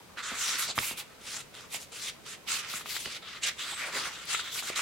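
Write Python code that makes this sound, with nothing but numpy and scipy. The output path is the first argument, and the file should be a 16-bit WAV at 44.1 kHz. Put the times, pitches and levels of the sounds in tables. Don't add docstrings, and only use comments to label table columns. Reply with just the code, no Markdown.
import sys
import numpy as np
from scipy import signal
from scipy.io import wavfile

SR = 44100
rng = np.random.default_rng(int(sys.argv[2]) if len(sys.argv) > 2 else 0)


def persist_wave(psi):
    counts = np.round(np.clip(psi, -1, 1) * 32767).astype(np.int16)
    wavfile.write(sys.argv[1], SR, np.atleast_2d(counts).T)


N = 212253

# (f/Hz, level per Hz/dB)
ROOM_TONE_COLOUR = [(22, -15), (43, -5.5), (70, -2), (120, -0.5), (220, -1), (310, -5), (470, 0),
                    (800, -10.5), (1350, -11), (2200, -9), (4000, -13), (8000, -17), (15000, -23)]
# (f/Hz, likeness/1)
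ROOM_LIKENESS = [(40, 0.4), (300, 0.48), (1000, 0.079), (3000, 0.12), (14000, 0)]
# (f/Hz, level per Hz/dB)
FLEX_COLOUR = [(130, -2), (220, -5), (320, -1), (500, -0.5), (750, 2.5), (1000, 4), (1300, 2)]
# (t/s, half length/s, level/dB)
PAGE_AIR = [(0.55, .09, -57), (0.701, 0.013, -45.5), (0.781, 0.0052, -38.5), (3.73, 0.0084, -45.5),
            (3.864, 0.032, -43.5), (3.97, 0.036, -40.5), (4.05, 0.037, -49.5)]
# (start t/s, end t/s, attack/s, friction level before gain/dB,
# swell over the stroke/dB, then re friction, before offsets: rustle of the bent sheet/dB,
# hiss of the flat contact/dB, sizzle of the edge/dB; left over right/dB, left-right likeness of the hiss/1)
PAPER_STROKES = [(0.17, 0.209, .014, -43, 0, 9, -5, -22, -2, .6),
                 (0.221, 0.336, 0.01, -41.5, -4.5, 3, -2.5, -23, -2, 0.56),
                 (0.289, 0.563, 0.022, -38.5, 7.5, -1, 0.5, -10, -0.5, 0.36),
                 (0.56, 0.674, 0.035, -35.5, -7.5, 0, 2.5, -6.5, -1.5, 0.35),
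                 (0.663, 0.71, 0.017, -34, -2, -15, -1.5, -23, 0, 0.43),
                 (0.748, 0.919, 0.016, -40, 4, -7, 1, -2.5, -2, 0.53),
                 (0.964, 1.010, 0.016, -41, -2, -7, -5, -4.5, -1.5, 0.54),
                 (1.082, 1.135, .02, -62.5, 1, 9, -11, -20, 0, .5),
                 (1.213, 1.412, .075, -43, -0.5, -4.5, -1, -12, 0, 0.57),
                 (1.534, 1.66, 0.0089, -52, 0.5, 0, -3.5, -19.5, -0.5, .45),
                 (1.704, 1.770, 0.047, -37.5, 3, -12, 1, -5.5, -1, .4),
                 (1.788, 1.836, 0.018, -49, 0, -22, 2.5, -6.5, -1, 0.57),
                 (1.915, 2.097, .006, -45, 6, -7, 1.5, -11.5, 0, 0.56),
                 (2.241, 2.342, 0.031, -46, 7, -4.5, -2, -15.5, -1.5, 0.36),
                 (2.47, 2.601, .014, -34.5, -2.5, -5, -3, -13.5, -2, 0.17),
                 (2.593, 2.683, 0.017, -44.5, 2, 1, -7.5, -22, -2, .1),
                 (2.661, 2.816, 0.044, -39, -8.5, -6, -3.5, -8, 0.5, 0.26),
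                 (2.839, 2.97, .035, -40.5, 7.5, -7, -3.5, -5, 2.5, 0.38),
                 (2.964, 3.07, .02, -44, -5, -16, 0.5, -7, 1, .3),
                 (3.042, 3.172, 0.013, -43, 0.5, -7, -6, -21, 0.5, 0.36),
                 (3.215, 3.37, 0.0095, -46, 6.5, -2, -11, -32, 2, .3),
                 (3.425, 3.454, 0.013, -30.5, -3, -25, -2.5, -22, -1.5, 0.67),
                 (3.453, 3.491, 0.017, -32, -1, -6, -2, -15, -1.5, 0.35),
                 (3.571, 3.741, 0.029, -38, 1, -3, -6, -15.5, -0.5, 0.41),
                 (3.744, 3.907, 0.053, -40, -3, 1.5, -6.5, -16, 2, .2),
                 (3.903, 4.09, 0.048, -36.5, -8.5, 2.5, -4, -14, 1, 0.22),
                 (4.077, 4.257, 0.035, -46, -1, -1.5, -6, -18, 0.5, .2),
                 (4.26, 4.412, 0.031, -35, -5, -6.5, -4.5, -17.5, 2.5, .05),
                 (4.397, 4.517, 0.015, -45, -7.5, 2.5, -4, -12.5, 1.5, 0.18),
                 (4.494, 4.598, 0.032, -40.5, 10, -6.5, 0.5, -6, 0.5, .3),
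                 (4.613, 4.702, 0.015, -42, 9, -0.5, -1.5, -10, -0.5, .35),
                 (4.712, 4.747, 0.012, -44, 0, 0, -6, -23, 1, .4),
                 (4.751, 4.806, 0.0092, -35.5, 1.5, -0.5, -0.5, -12.5, 0, .4)]
# (f/Hz, level per Hz/dB)
FRICTION_COLOUR = [(900, -17.5), (1600, -14.5), (2300, 1), (2850, 1), (3600, 1.5), (4700, -1), (6000, -4),
                   (7600, -2), (9000, -6.5), (11000, -10.5), (16000, -18.5)]
# (f/Hz, likeness/1)
PAPER_LIKENESS = [(100, 0.98), (700, 1), (1400, 0.54), (3500, 0.66), (7000, 0.29), (14000, 0.057)]
# (f/Hz, left over right level/dB)
FRICTION_BALANCE = [(200, 3.5), (700, 16), (1500, -16.5), (2600, -1.5), (4500, 1.5), (8000, 1.5),
                    (13000, 2)]
# (f/Hz, width/Hz, level/dB)
SHEET_RESONANCES = [(1247, 375, 1), (1452, 133, 1.5), (1863, 580, 0)]
# (t/s, level before gain/dB, f/Hz, ring time before scaling/s)
BUCKLES = [(0.173, -30.5, 1530, 0.03), (0.185, -29, 1710, .015), (0.3174, -27, 1030, 0.011),
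           (0.7793, -13.5, 1160, 0.014), (0.788, -9, 2180, 0.0081), (0.9116, -20, 960, 0.0038),
           (1.5517, -31, 3260, 0.0051), (1.609, -33, 5000, 0.0045), (1.7458, -26, 3220, 0.0066),
           (1.746, -25, 686, 0.0047), (2.0973, -33, 4000, .0055), (2.266, -28, 3940, 0.0036),
           (2.264, -37, 1270, 0.015), (2.2726, -33, 3000, 0.0046), (2.738, -26.5, 1290, 0.033),
           (2.81, -33.5, 1250, .02), (2.859, -27, 1240, 0.016), (2.9657, -24, 1570, 0.019),
           (3.0565, -26.5, 3000, 0.038), (3.0593, -22.5, 2000, 0.0088), (4.0676, -24, 1400, 0.0069),
           (4.254, -35.5, 10000, .014), (4.3459, -22, 1310, 0.044), (4.3483, -19, 2080, 0.019),
           (4.3946, -26, 1430, 0.044), (4.558, -25, 1520, 0.012), (4.6255, -25, 1290, 0.0081),
           (4.701, -26, 460, 0.023), (4.76, -24, 4030, 0.029), (4.793, -20, 1270, .019)]
# (t/s, peak level before gain/dB)
STACK_BUMPS = [(0.316, -38), (0.336, -52), (0.688, -42.5), (0.78, -32), (0.911, -39.5), (0.939, -58),
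               (2.74, -44), (3.06, -39), (3.72, -45), (4.059, -43), (4.703, -46)]
# (t/s, half length/s, f/Hz, level/dB)
SINGING_EDGES = [(0.472, 0.039, 5750, -37), (0.634, 0.019, 3700, -37.5), (0.706, 0.0083, 4200, -36),
                 (0.841, 0.011, 2280, -38.5), (0.902, 0.083, 2600, -49), (2.772, 0.021, 7400, -46.5),
                 (3.471, 0.028, 1980, -38), (3.733, 0.046, 8000, -44.5), (3.835, 0.023, 2070, -36.5),
                 (4.486, 0.12, 3470, -44)]

ROOM_TONE_DB = -53
FLEX_DB = -20.5
FIRST_TOUCH_DB, FIRST_TOUCH_S = -13, 0.006
RELEASE_T60_S = 0.099
USUAL_SPEED = 0.79
SPEED_DB, SPEED_HISS_DB, SPEED_SIZZLE_DB = 1, 3, 3
ROOM_T60_S, ROOM_DB = 0.28, -15.5
CUTOFF_HZ = 15900


def from_db(db):
    return 10 ** (np.asarray(db) / 20)


def rms_one(x):
    return x / np.sqrt(np.mean(x ** 2) + 1e-20)


def at_hz(points, hz):
    table = np.array(points)
    return np.interp(np.log(hz), np.log(table[:, 0]), table[:, 1])


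def panned(db):
    return from_db(np.array([[.5], [-.5]]) * db)


def drift(rate):
    knots = rng.standard_normal(N // 20)
    return rms_one(np.interp(np.arange(N) * rate / SR, np.arange(len(knots)), knots))


def passed(x, hz, kind, order=2):
    sections = signal.butter(order, np.clip(hz, 10, .45 * SR), kind, fs=SR, output="sos")
    return signal.sosfilt(sections, x + 1e-18)


def add(track, s, sound):
    start = int(s * SR)
    track[..., start:start + sound.shape[-1]] += sound[..., :N - start]


def grains(size_db):
    return rng.standard_normal((2, N)) * from_db(size_db * drift(1500))


def bands(spectrum, likeness, size_db):
    low, high = spectrum[0][0], spectrum[-1][0]
    edges = 1000 * 2 ** (np.arange(-16, 13) / 3)
    streams = [grains(size_db), grains(size_db)]
    out, power = [], 0
    for k, (a, b) in enumerate(zip(edges, edges[1:])):
        hz = np.sqrt(a * b)
        if b > low and a < high:
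            mid, side = from_db(at_hz(spectrum, hz)) * passed(streams[k % 2], [a, b], "band")
            out.append((hz, mid, side))
            power += np.mean(mid ** 2)
    scale = np.sqrt(power)
    return [(hz, mid / scale, side / scale, at_hz(likeness, hz)) for hz, mid, side in out]


def stereo(mid, side, alike):
    alike = np.clip(alike, -.5, .97)
    return (np.sqrt(1 + alike) * mid + np.sqrt(1 - alike) * side * [[1], [-1]]) / np.sqrt(2)


def room_tone():
    air = sum(stereo(mid, side, alike)
              for hz, mid, side, alike in bands(ROOM_TONE_COLOUR, ROOM_LIKENESS, size_db=1.5))
    return from_db(ROOM_TONE_DB) * air


def sway(level_db, held_db):
    t = np.arange(N) / SR
    power = from_db(held_db) ** 2 + from_db(level_db + FLEX_DB) ** 2
    for s, half_s, db in PAGE_AIR:
        power = power + from_db(db) ** 2 * np.exp(-((t - s) / half_s) ** 2)
    return 10 * np.log10(power)


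def flexing(level_db, size_db, patchy_db):
    out = sum(stereo(mid, side, alike) * from_db(patchy_db * drift(30))
              for hz, mid, side, alike in bands(FLEX_COLOUR, PAPER_LIKENESS, size_db))
    return out * from_db(level_db)


def strokes():
    t, total, grip = np.arange(N) / SR, 0, 0
    for (s, end_s, attack_s, db, swell_db,
         rustle_db, hiss_db, sizzle_db, pan_db, alike) in PAPER_STROKES:
        progress = np.clip((t - s) / max(end_s - s, 1e-3), 0, 1)
        faster = np.sin(np.pi * progress) - USUAL_SPEED
        set_in = .5 + .5 * np.tanh(2 * (t - s) / attack_s - 1)
        graze = from_db(FIRST_TOUCH_DB) * np.exp(np.clip((t - s) / FIRST_TOUCH_S, -10, 0))
        run_out_db = -60 * np.clip((t - end_s) / RELEASE_T60_S, 0, 2)
        stroke_db = db + swell_db * (progress - .5) + SPEED_DB * faster + run_out_db
        power = (np.maximum(set_in, graze) * from_db(stroke_db)) ** 2
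        hiss_now_db = hiss_db + SPEED_HISS_DB * faster
        sizzle_now_db = sizzle_db + SPEED_SIZZLE_DB * faster
        colour = np.broadcast_arrays(rustle_db, hiss_now_db, sizzle_now_db, pan_db, alike)
        total = total + power
        grip = grip + power * np.array(colour)
    return 10 * np.log10(total), *(grip / total)


def friction(level_db, hiss_db, sizzle_db, pan_db, hiss_alike, gain_db,
             usual_hiss_db, usual_sizzle_db, usual_alike, patchy_db):
    out = 0
    for hz, mid, side, alike in bands(FRICTION_COLOUR, PAPER_LIKENESS, size_db=0.5):
        hiss_share = np.interp(hz, [4000, 6500, 8000, 10500], [0, 1, 1, 0])
        sizzle_share = np.interp(hz, [8000, 10500], [0, 1])
        colour_db = hiss_share * (hiss_db - usual_hiss_db) + sizzle_share * (sizzle_db - usual_sizzle_db)
        turned = (hiss_alike - usual_alike) * min(hz / 5000, 1)
        gain = from_db(colour_db + patchy_db * drift(25.017))
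        out = out + gain * stereo(mid, side, alike + turned) * panned(at_hz(FRICTION_BALANCE, hz))
    return out * from_db(level_db + gain_db) * panned(pan_db)


def rustle(level_db, size_db, lowest_hz, alike, pan_db):
    slips, out = grains(size_db), 0
    for k, (hz, width_hz, db) in enumerate(SHEET_RESONANCES):
        ringing = signal.lfilter(*signal.iirpeak(hz, hz / width_hz, fs=SR), slips)
        out = out + (-1) ** k * from_db(db) * rms_one(ringing)
    radiated = passed(out, lowest_hz, "high", order=4)
    mid, side = rms_one(passed(radiated, 2670, "low"))
    return stereo(mid, side, alike) * from_db(level_db) * panned(pan_db)


def crinkle(level_db, per_s, spread_db):
    t, out = np.arange(SR // 200) / SR, np.zeros((2, N))
    for when, pitch, size, side in rng.random((int(per_s * N / SR), 4)):
        hz = 1400 * 6 ** pitch
        tick = np.sin(2 * np.pi * hz * t) * np.exp(-t * hz / 2.0)
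        tick_db = level_db[int(when * N)] + spread_db * size ** 2
        add(out, when * N / SR, tick * from_db(tick_db) * panned(8 * (side - .5)))
    return out


def flicks(gain_db, crackle_db, crackle_reach, pan_db):
    t, out = np.arange(SR // 20) / SR, np.zeros((2, N))
    for s, db, hz, ring_s in BUCKLES:
        snap = np.sin(2 * np.pi * hz * t) * from_db(-60 * t / (0.51 * ring_s))
        noise = rng.standard_normal((2, len(t)))
        burst = rms_one(passed(noise, [hz / 1.1, hz * max(crackle_reach, 1)], "band"))
        crackle = stereo(*burst, 0.42) * from_db(crackle_db - 60 * t / (2.26 * ring_s))
        add(out, s, from_db(db + gain_db) * passed(snap + crackle, hz / 3, "high", order=1))
    return out * panned(pan_db)


def room(x, wall_hz):
    t = np.arange(SR // 3) / SR
    dull = passed(rng.standard_normal((2, len(t))), wall_hz, "low", order=1)
    tail = dull * from_db(-60 * t / ROOM_T60_S) * (t > .004)
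    tail /= np.sqrt(np.sum(tail ** 2, axis=1, keepdims=True))
    return signal.fftconvolve(x, tail, axes=1)[:, :N]


def bumps(low_hz, high_hz, t60, gain_db):
    t, out = np.arange(SR // 6) / SR, np.zeros((2, N))
    for s, db in STACK_BUMPS:
        push = rng.standard_normal((2, len(t))) * from_db(-60 * t / t60)
        puff = passed(stereo(*push, 1.0), high_hz, "low", order=1)
        puff = passed(puff, low_hz, "high")
        puff = passed(puff, 1160, "low")
        add(out, s, from_db(db + gain_db) * puff / np.abs(puff).max())
    return out


def squeaks(width_hz):
    t, out = np.arange(N) / SR, 0
    for s, half_s, hz, db in SINGING_EDGES:
        noise = rng.standard_normal((2, N))
        mid, side = rms_one(passed(noise, [hz - width_hz / 2, hz + width_hz / 2], "band"))
        out = out + stereo(mid, side, 0.85) * from_db(db) * np.exp(-.5 * ((t - s) / half_s) ** 2)
    return out


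def scene():
    level_db, rustle_db, hiss_db, sizzle_db, pan_db, hiss_alike = strokes()
    sway_db = sway(level_db, held_db=-62)
    level_db = level_db + 0.98 * drift(160) + 1.23 * drift(35)
    paper = flexing(sway_db, size_db=5.5, patchy_db=3.5)
    paper += friction(level_db, hiss_db, sizzle_db, pan_db, hiss_alike, gain_db=1.37,
                      usual_hiss_db=-4.0, usual_sizzle_db=-12.0, usual_alike=0.34, patchy_db=2.22)
    paper += rustle(level_db + rustle_db - 3.5, size_db=2.0, lowest_hz=1023, alike=0.93, pan_db=-1.0)
    paper += crinkle(level_db - 1.5, per_s=45, spread_db=2.5)
    paper += flicks(gain_db=0.5, crackle_db=-12.5, crackle_reach=2.3, pan_db=-1.5)
    paper += bumps(low_hz=60, high_hz=244, t60=0.11, gain_db=1.0)
    paper += squeaks(width_hz=740)
    return paper + from_db(ROOM_DB) * room(paper, wall_hz=5900) + room_tone()


def record(dry):
    return signal.sosfilt(signal.ellip(12, .1, 80, CUTOFF_HZ, fs=SR, output="sos"), dry)


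dry = scene()
out = record(dry)
persist_wave(out)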